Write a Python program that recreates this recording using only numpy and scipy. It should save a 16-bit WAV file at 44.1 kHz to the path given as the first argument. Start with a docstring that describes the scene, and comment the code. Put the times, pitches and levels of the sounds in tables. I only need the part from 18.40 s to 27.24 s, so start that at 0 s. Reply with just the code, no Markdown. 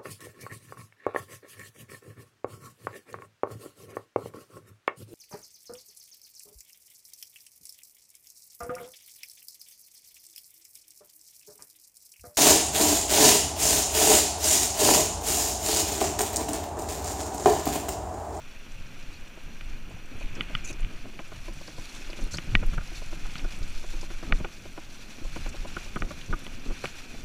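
"""Fast dirt-trail ride

A mountain bike rolls fast down a dirt trail; the microphone sits in a small camera, in a plastic case
strapped to the rider. Slow noise and short swings make the case heave, thud and rumble over bumps; cracks
in coloured noise are tyres and flung grit; slips ring two squeaks as straps scuff the case; clicks ring
its modes as the camera rattles and snaps inside; steady tones and hiss are the electronics."""
import sys
import numpy as np
from scipy import signal
from scipy.fft import rfft, irfft
from scipy.io import wavfile
from scipy.ndimage import uniform_filter1d

SR = 44100
rng = np.random.default_rng(int(sys.argv[2]) if len(sys.argv) > 2 else 0)


def gain_from_decibels(decibels):
    """Convert decibel values to linear amplitude factors."""
    exponent = np.asarray(decibels, float) / 20
    return 10 ** exponent


def put_to_file(sound):
    """Save the sound as 16-bit audio at rate SR, in the file named by the first command-line argument."""
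    columns = np.atleast_2d(sound).T  # one column per channel
    safe = np.clip(columns, -1, 1)
    whole_steps = np.round(safe * 32767)
    wavfile.write(sys.argv[1], SR, whole_steps.astype(np.int16))


N = 389844


def rms_one(x):
    """Scales a signal to rms 1."""
    return x / np.sqrt(np.mean(x ** 2) + 1e-20)


def in_time(rows):
    """Draws straight lines between the rows of a table whose first column is time."""
    s, *columns = np.transpose(rows)
    return [np.interp(np.arange(N) / SR, s, c) for c in columns]


def coloured(x, points):
    """Shapes a signal to a spectrum drawn on a log frequency axis; rms 1."""
    hz, db = np.transpose(points)
    grid = np.maximum(np.arange(N // 2 + 1) * SR / N, 1)
    gain_db = np.interp(np.log(grid), np.log(hz), db, -120, -120)
    return rms_one(irfft(rfft(x) * gain_from_decibels(gain_db), N))


def drift(rate_hz):
    """Slow noise, rms 1: every 20th sample through two equal one-pole low-passes, already run in."""
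    r = np.exp(-40 * np.pi * rate_hz / SR)
    slow = signal.lfilter([1], [1, -2 * r, r * r], rng.standard_normal(N // 20 + 2002))[2000:]
    return np.interp(np.arange(N) / 20, np.arange(len(slow)), rms_one(slow))


def ring(clicks, hz, t60):
    """A resonance: a unit click starts a sine of height 1 that falls 60 dB in t60 seconds."""
    r, w = gain_from_decibels(-60 / (t60 * SR)), 2 * np.pi * hz / SR
    return signal.lfilter([0, np.sin(w)], [1, -2 * r * np.cos(w), r * r], clicks + 1e-18)


def grit(per_s, spread_db, share):
    """Random cracks of uneven size over smooth noise; share is the cracks' part of the power."""
    sizes = gain_from_decibels(spread_db * np.minimum(rng.exponential(1, N), 5)) * rng.choice([-1, 1], N)
    share = np.clip(share, 0, 1)
    cracks = rms_one(sizes * (rng.random(N) < per_s / SR))
    return np.sqrt(share) * cracks + np.sqrt(1 - share) * rng.standard_normal(N)


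def evened(x, size):
    """Holds the loudness of a slow noise nearly steady over a window of size samples."""
    return x / np.sqrt(uniform_filter1d(x ** 2, size=size) + 0.094)


def bumps(times, peaks_db, ground_db, rise, fall):
    """Gain that climbs to each peak and falls away (dB per second), added in power to the ground."""
    t = np.arange(0, N + 100, 100) / SR
    late = t - times[:, None]
    slope_db = np.where(late < 0, rise * late, -fall * late)
    power = gain_from_decibels(2 * (peaks_db[:, None] + slope_db)).sum(axis=0)
    return np.sqrt(np.interp(np.arange(N) / SR, t, power) + gain_from_decibels(2 * ground_db))


def swings(times, peaks_db, hz, width):
    """One soft to-and-fro at each time, at 0.78 to 1.07 of hz and in any phase, under a bell curve."""
    late = np.linspace(-3 * width, 3 * width, int(6 * width * SR))
    out = np.zeros(N + len(late))
    for s, db, (tune, turn) in zip(times, peaks_db, rng.random((len(times), 2))):
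        cycles = hz * (0.78 + 0.29 * tune) * late + turn
        swing = np.sin(2 * np.pi * cycles) * np.exp(-(late / width) ** 2)
        out[int((s + late[0]) * SR):][:len(late)] += gain_from_decibels(db) * swing / np.abs(swing).max()
    return out[:N]


# Roughness of the trail between bumps: time_s, heave_db, thud_db, rumble_db
TRAIL_ROUGHNESS = [(0.0, -39, -53, -55), (1.11, -36.5, -52, -54.5), (2.24, -33.5, -51, -51),
                   (3.03, -39, -52, -54.5), (3.69, -35.5, -56, -54), (4.04, -37, -49, -55),
                   (4.23, -42, -49, -67), (4.41, -35, -50, -54.5), (5.93, -30.5, -52, -52.5),
                   (6.18, -40.5, -52, -53), (6.77, -41, -58, -56.5), (6.99, -29.5, -43.5, -55),
                   (7.14, -35.5, -48.5, -53), (8.84, -40, -54.5, -51)]
# The rider's body lurches over a bump: centre_s, peak_db
BODY_LURCHES = [(.69, -29), (1.061, -33), (1.54, -40), (1.85, -27.5), (2.14, -29), (2.339, -31),
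                (2.435, -16.5), (2.728, -41), (3.08, -30), (3.4, -35), (3.689, -28), (3.841, -22.5),
                (3.959, -35), (4.1, -22.5), (4.174, -14), (4.279, -13), (4.376, -19), (4.85, -23.5),
                (5.05, -16.5), (5.218, -23), (5.559, -23), (5.76, -26), (5.86, -36), (5.944, -13.5),
                (6.04, -26), (6.861, -24), (7.071, -23), (7.199, -25.5), (7.641, -22.5), (7.93, -20.5),
                (8.151, -36), (8.301, -19)]
# Colour of the heaving case: frequency_hz, density_db
HEAVE_COLOUR = [(3.5, -10), (6.0, 7), (16, 5), (27, -2.5), (36, -14.5), (70, -24.5), (91, -26), (150, -120)]


def heave():
    """The case heaves slowly on its straps and swings once at each lurch of the rider's body."""
    heave_db = in_time(TRAIL_ROUGHNESS)[0]
    slow = evened(coloured(rng.standard_normal(N), HEAVE_COLOUR), size=5000)
    lurches = swings(*np.transpose(BODY_LURCHES), hz=23.3, width=0.025)
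    return slow * gain_from_decibels(heave_db + 3.0 * drift(3.8)) + lurches


# A wheel strikes a root or stone: peak_s, thud_db, rumble_db
WHEEL_STRIKES = [(1.06, -49, -60), (1.551, -42, -64), (1.759, -45, -45), (1.99, -57, -40), (2.21, -55, -56),
                 (2.33, -46, -45.5), (2.453, -38, -61), (2.66, -48, -51), (2.98, -44.5, -66),
                 (3.39, -45, -47.5), (3.82, -55, -43), (3.959, -33, -51), (4.08, -38, -54),
                 (4.15, -24.5, -38), (4.229, -33, -42), (4.331, -35, -47.5), (4.38, -35, -59),
                 (5.048, -40, -42), (5.22, -39.5, -46.5), (5.61, -51, -53), (5.88, -40, -54),
                 (5.93, -32.5, -37.5), (6.009, -32.5, -48.5), (6.82, -48, -45.5), (6.989, -46, -60),
                 (7.09, -41, -61), (7.26, -50, -55), (7.625, -33, -40.5), (7.91, -33, -42),
                 (8.16, -47, -74), (8.302, -41, -42)]
# Colour of the thud: frequency_hz, density_db
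THUD_COLOUR = [(26, -32), (45, -8.5), (70, -7.5), (140, -10.5), (170, -13.5), (220, -20), (370, -120)]


def thuds():
    """Lumpy low noise swells and dies at each wheel strike, with a single push inside it."""
    thud_db = in_time(TRAIL_ROUGHNESS)[1] + 2.5 * drift(6.0)
    s, peak_db, _ = np.transpose(WHEEL_STRIKES)
    lumps = evened(coloured(grit(55, 1.4, 0.37), THUD_COLOUR), size=3000)
    punches = swings(s, peak_db + 2.5, hz=78, width=0.0062)
    return punches + lumps * bumps(s, peak_db, thud_db, rise=405, fall=398)


# Colour of the rumble: frequency_hz, density_db
RUMBLE_COLOUR = [(82, -34), (140, -7), (247, 0), (436, -10.5), (1000, -24.5), (1300, -17.5), (2200, -120)]


def rumble():
    """Cracks and noise rumble through the case in lumps, swelling and dying at each wheel strike."""
    rumble_db = in_time(TRAIL_ROUGHNESS)[2]
    s, _, peak_db = np.transpose(WHEEL_STRIKES)
    lumps = coloured(grit(150, 3.56, 0.22) * gain_from_decibels(2.1 * drift(14.0)), RUMBLE_COLOUR)
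    return lumps * bumps(s, peak_db, rumble_db, rise=200, fall=230)


def pings(per_s):
    """Random small knocks ring at 24 pitches spread over the treble."""
    sizes = gain_from_decibels(1.7 * np.minimum(rng.exponential(1, N), 4)) * (rng.random(N) < per_s / SR)
    dealt = rng.integers(0, 24, N)
    pitches_hz = np.geomspace(3800, 13000, 24)
    return sum(ring(sizes * (dealt == k), hz, 160 / hz) for k, hz in enumerate(pitches_hz))


# Tyres on grit: time_s, roll_db, spray_db (spray is the fine grit)
TYRE_LEVELS = [(0.0, -52.5, -59), (0.62, -52.5, -59), (0.81, -53, -60), (1.7, -52, -60), (1.97, -47, -58.5),
               (2.66, -52.5, -59.5), (3.1, -51.5, -53.5), (3.4, -51.5, -51.5), (3.64, -47.5, -50.5),
               (4.23, -49.5, -55), (4.6, -51, -51.5), (4.87, -48, -52.5), (5.34, -50.5, -53),
               (5.54, -50, -50), (5.93, -50, -55), (6.15, -52.5, -54.5), (6.45, -53, -56),
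               (6.67, -52.5, -53.5), (7.06, -48.5, -52.5), (7.48, -48.5, -51.5), (7.58, -51.5, -53.5),
               (8.27, -49.5, -53.5), (8.47, -47.5, -49), (8.84, -52.5, -53.5)]
# Colour of the rolling tread, as heard through the case: frequency_hz, density_db
ROLL_COLOUR = [(410, -16), (700, -7.5), (1090, -8.5), (1550, -1.5), (1720, -5), (2010, -5), (2490, 2.5),
               (3160, -7), (3480, -6.5), (3810, -21), (4200, -12), (5460, -39), (9240, -120)]
# Colour of the fine grit, as heard through the case: frequency_hz, density_db
SPRAY_COLOUR = [(2120, -24), (3600, 1.5), (3800, -4), (4200, 0), (5110, -5), (5810, 0.5), (6170, -2.5),
                (7700, -7), (8300, -13), (9100, -12), (10200, -11), (11500, -17), (13600, -19),
                (15300, -32)]


def tyres():
    """Tread on grit, coloured by the case; roll and spray flicker partly together."""
    roll_db, spray_db = in_time(TYRE_LEVELS)
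    # louder spray flickers more, quiet spray is smoother
    lumps = drift(15) * np.interp(spray_db, [-60, -52], [.45, 1])
    roll_flicker = gain_from_decibels(1.38 * lumps + 0.9 * drift(62))
    roll = coloured(grit(1500, 2.7, 0.26) * roll_flicker, ROLL_COLOUR)
    fine = grit(1200, 3.2, 0.41) + 0.29 * rms_one(pings(500))   # some grit rings on frame and spokes
    spray_flicker = gain_from_decibels(2.1 * lumps + 0.51 * drift(60))
    spray = coloured(fine * spray_flicker, SPRAY_COLOUR)
    return gain_from_decibels(roll_db) * roll + gain_from_decibels(spray_db) * spray


# Faint tones of the camera's circuits: pitch_hz, rms_db
CIRCUIT_TONES = [(5846, -69), (8780, -78), (11687, -88), (11719, -86), (14626, -77), (14653, -87),
                 (14686, -91)]
# Colour of the microphone amplifier's steady hiss: frequency_hz, density_db
AMPLIFIER_HISS = [(500, 15.5), (4000, -8.5), (9000, -11.5), (15200, -6), (15600, -40)]


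def whine():
    """Faint circuit tones with gently wandering phase, over steady hiss of the microphone amplifier."""
    t = np.arange(N) / SR
    tones = np.zeros(N)
    for hz, db in CIRCUIT_TONES:
        tones += np.sqrt(2) * gain_from_decibels(db) * np.sin(2 * np.pi * hz * t + 0.35 * drift(2.6))
    return tones + gain_from_decibels(-62.5) * coloured(rng.standard_normal(N), AMPLIFIER_HISS)


# Grit flung at the case: start_s, peak_db, pitch_hz
FLUNG_GRIT = [(0.318, -44, 7000), (1.952, -35.5, 6250), (2.3285, -34, 6100), (2.4049, -45, 8500),
              (3.275, -36, 4730), (3.7013, -36, 4670), (3.8102, -41, 6870), (3.9713, -29, 5940),
              (4.15, -38, 5830), (4.2635, -44, 11400), (4.556, -35, 5030), (4.9801, -36, 4550),
              (5.2285, -39, 4640), (5.6116, -36.5, 5800), (7.0904, -37, 7150), (7.4445, -40, 5900),
              (7.602, -37.5, 6100), (7.812, -32.5, 3260), (7.861, -40, 6170), (3.838, -43, 10300)]


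def ticks():
    """Each grain is milliseconds of noise in a band around one pitch; strays come at random from the spray."""
    out, t = np.zeros(N + 600), np.arange(600) / SR
    when, size, pitch = rng.random((80, 3)).T   # 80 stray grains
    spray_db = in_time(TYRE_LEVELS)[1][(when * N).astype(int)]
    stray = np.transpose([when * N / SR, spray_db + 5.5 + 3.0 * size, 4200 * 2.6 ** pitch])
    grains = np.vstack([FLUNG_GRIT, stray])
    for (s, peak_db, hz), burst in zip(grains, rng.standard_normal((len(grains), 600))):
        band = signal.butter(2, [hz / 1.27, min(hz * 1.13, 15000)], "band", fs=SR, output="sos")
        tick = signal.sosfilt(band, burst * np.exp(-t / 0.0066))
        out[round(s * SR):][:600] += gain_from_decibels(peak_db) * tick / np.abs(tick).max()
    return out[:N]


# Straps scuffing on the case: start_s, length_s, low_squeak_db, high_squeak_db, hiss_db
STRAP_SCUFFS = [(0.646, .15, -55, -55.5, -70), (1.779, 0.067, -45.5, -56, -57.5),
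                (2.235, 0.089, -37, -47, -45), (3.906, 0.058, -53, -37, -45)]
# Colour of the scuffing hiss: frequency_hz, density_db
SCUFF_COLOUR = [(3000, -35), (5100, -14), (5560, -1.5), (6250, 2), (7800, -1.5), (8420, -16), (9680, -5),
                (11400, -20), (12400, -15), (15000, -27)]
# Low and high squeak, each rung twice in a row: pitch_hz, t60_s (of one ring)
STRAP_SQUEAKS = [(2480, 0.0098), (4350, 0.0019)]


def scuffs():
    """Dense slips rub the case: a rough hiss all through the stroke, two squeaks swelling as it bites."""
    slips = (grit(4000, 2.0, 1.0) + 0.87 * rms_one(pings(800))) * gain_from_decibels(1.6 * drift(76))
    low, high = [rms_one(ring(ring(slips, hz, t60), hz, t60)) for hz, t60 in STRAP_SQUEAKS]
    hiss, out, t = coloured(slips, SCUFF_COLOUR), np.zeros(N), np.arange(N) / SR
    for s, length, low_db, high_db, hiss_db in STRAP_SCUFFS:
        on = (t > s) & (t < s + length)
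        # hardest bite at three quarters of the stroke, after a swell of 19 dB
        swell = gain_from_decibels(19 * np.interp((t[on] - s) / length, [0, 0.75, 1], [-1, 0, -.6]))
        squeaks = swell * (gain_from_decibels(low_db) * low[on] + gain_from_decibels(high_db) * high[on])
        rub = squeaks + gain_from_decibels(hiss_db) * hiss[on]
        out[on] = rub * signal.windows.tukey(on.sum(), .3)
    return out


# Modes of the case: pitch_hz, level_db, t60_s, part (0 dull, 1 middle, 2 sharp, 3 edge; fractions drop)
CASE_MODES = [(163.5, 1.5, 0.038, 1), (331, -1, 0.056, 0), (605, 3, 0.017, 0), (805, -3.5, 0.02, 0),
              (1002, -3.5, 0.018, 0.5), (1210, -1.5, 0.025, 1), (1447, 3, 0.016, 1),
              (1913, -14.5, 0.04, 2.5), (1980, 0.5, 0.014, 3), (2334, 3, 0.0069, 2.5),
              (2980, 5.5, 0.013, 3), (3436, -0.5, 0.014, 3), (4670, -9, 0.0072, 3)]


def strike(times, parts_db, scatter_db):
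    """Touches at the given times ring all case modes; the contact is too soft to pass the top."""
    at, out = np.minimum((times * SR).astype(int), N - 1), np.zeros(N)
    colour = rng.normal(0, 1, (*times.shape, len(CASE_MODES)))
    for k, (hz, level_db, t60, part) in enumerate(CASE_MODES):
        clicks = np.zeros(N)
        touch_db = parts_db[int(part)] + level_db + scatter_db * colour[..., k]
        np.add.at(clicks, at, gain_from_decibels(touch_db) * (-1) ** k)   # neighbouring modes start in opposite sign
        out += ring(clicks, hz, t60)
    return signal.sosfilt(signal.butter(4, 5400, fs=SR, output="sos"), out)


# Camera clattering loosely in its case, before touch and mode levels:
# start_s, dull_db, middle_db (relative to dull)
LOOSE_RATTLES = [(0.973, -43.5, -8), (1.507, -40.5, -12), (1.563, -45, -17), (1.808, -38.5, -11),
                 (1.968, -41, -19), (2.1, -41, -10), (2.301, -37.5, -22), (2.397, -44, -8),
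                 (2.653, -39.5, -14), (2.792, -33.5, -11), (2.918, -39, 0), (3.08, -35.5, -13),
                 (3.211, -41.5, -24), (3.28, -36.5, -10), (3.382, -36, -20), (3.695, -37.5, -25),
                 (3.788, -38, -5), (3.941, -35, -4), (4.07, -45, -8), (4.228, -31.5, -5), (4.333, -42, 4),
                 (4.378, -33, 1.5), (4.411, -44.5, 5), (4.516, -41.5, -21), (4.617, -40.5, -14),
                 (4.725, -37, -8), (4.853, -37.5, -4), (5.044, -39.5, 1.5), (5.439, -38.5, -10),
                 (5.537, -39, -18), (5.629, -38, -13), (5.703, -39.5, -5), (5.827, -37, -2),
                 (6.001, -38, -9), (6.045, -30, -3.5), (6.254, -40.5, -9), (6.376, -33, -11),
                 (6.849, -41, -19), (6.961, -30.5, -8), (7.061, -31.5, -9), (7.143, -35, -16),
                 (7.248, -31.5, -25), (7.365, -32, 3), (7.46, -43, -9), (7.559, -29.5, 7),
                 (7.707, -34, 3.5), (7.928, -28.5, 4), (8.305, -37.5, -4), (8.44, -26, -2.5),
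                 (8.741, -41.5, -12)]


def rattles():
    """Eight uneven touches in about sixteen milliseconds; the high modes weaken steadily touch to touch."""
    s, dull_db, middle_db = np.transpose(LOOSE_RATTLES)[:, :, None]
    order = np.arange(8)
    times = s + .002 * (order + 1.215 * rng.random((len(s), 8)) * (order > 0))
    touch_db = dull_db - 3.5 - 2.5 * np.abs(order - .3)
    sharp_db = touch_db + 0.16 * middle_db - 5.0 - 1.3 * order
    return strike(times, [touch_db, touch_db + middle_db, sharp_db, sharp_db - 10], 3.25)


# Camera snapping hard against its case, before mode levels:
# start_s (contact 1 ms later), sharp_db, dull_db, middle_db, edge_db
HARD_SNAPS = [(1.2089, -34, -52, -43, -42.5), (2.0071, -19, -61, -28, -24.5), (2.15, -25.5, -54, -27, -23),
              (2.1894, -52, -52, -62, -56), (2.4297, -39, -56, -51, -42), (2.446, -34, -60, -46, -40),
              (2.7901, -31, -62, -37, -44), (3.73, -34, -41, -56, -39), (3.9834, -22.5, -36.5, -33, -33),
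              (4.151, -4.5, -34, -21, -18), (4.38, -34, -54, -29.5, -54), (4.9542, -30, -54, -32.5, -37),
              (4.9937, -43, -51, -45, -41), (5.9226, -13.5, -30, -19, -28), (6.0461, -28, -47, -32, -44),
              (7.3676, -44, -40, -33, -44), (7.62, -23, -32.5, -25, -39), (8.0647, -34, -38.5, -46, -36),
              (8.4548, -23, -43, -36.5, -34)]


def snaps():
    """One clean touch each rings the modes of the case."""
    s, sharp_db, dull_db, middle_db, edge_db = np.transpose(HARD_SNAPS)
    return strike(s + .001, [dull_db, middle_db, sharp_db, edge_db], 1.2)


def scene():
    """Everything that reaches the microphone in the case, summed to one channel."""
    case = heave() + thuds() + rumble()
    ride = tyres() + whine() + ticks() + scuffs()
    camera = rattles() + snaps()
    return (case + ride + camera)[None]


def roll_off(x):
    """The treble ends steeply here."""
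    return signal.sosfilt(signal.butter(12, 15690, fs=SR, output="sos"), x)


def record(dry):
    """A steep low-pass cuts the top, at least 60 dB down from 16.3 kHz."""
    low_pass = signal.cheby2(12, 60, 16300, fs=SR, output="sos")
    mix = signal.sosfilt(low_pass, dry)
    return roll_off(mix)


dry = scene()
out = record(dry)
put_to_file(out)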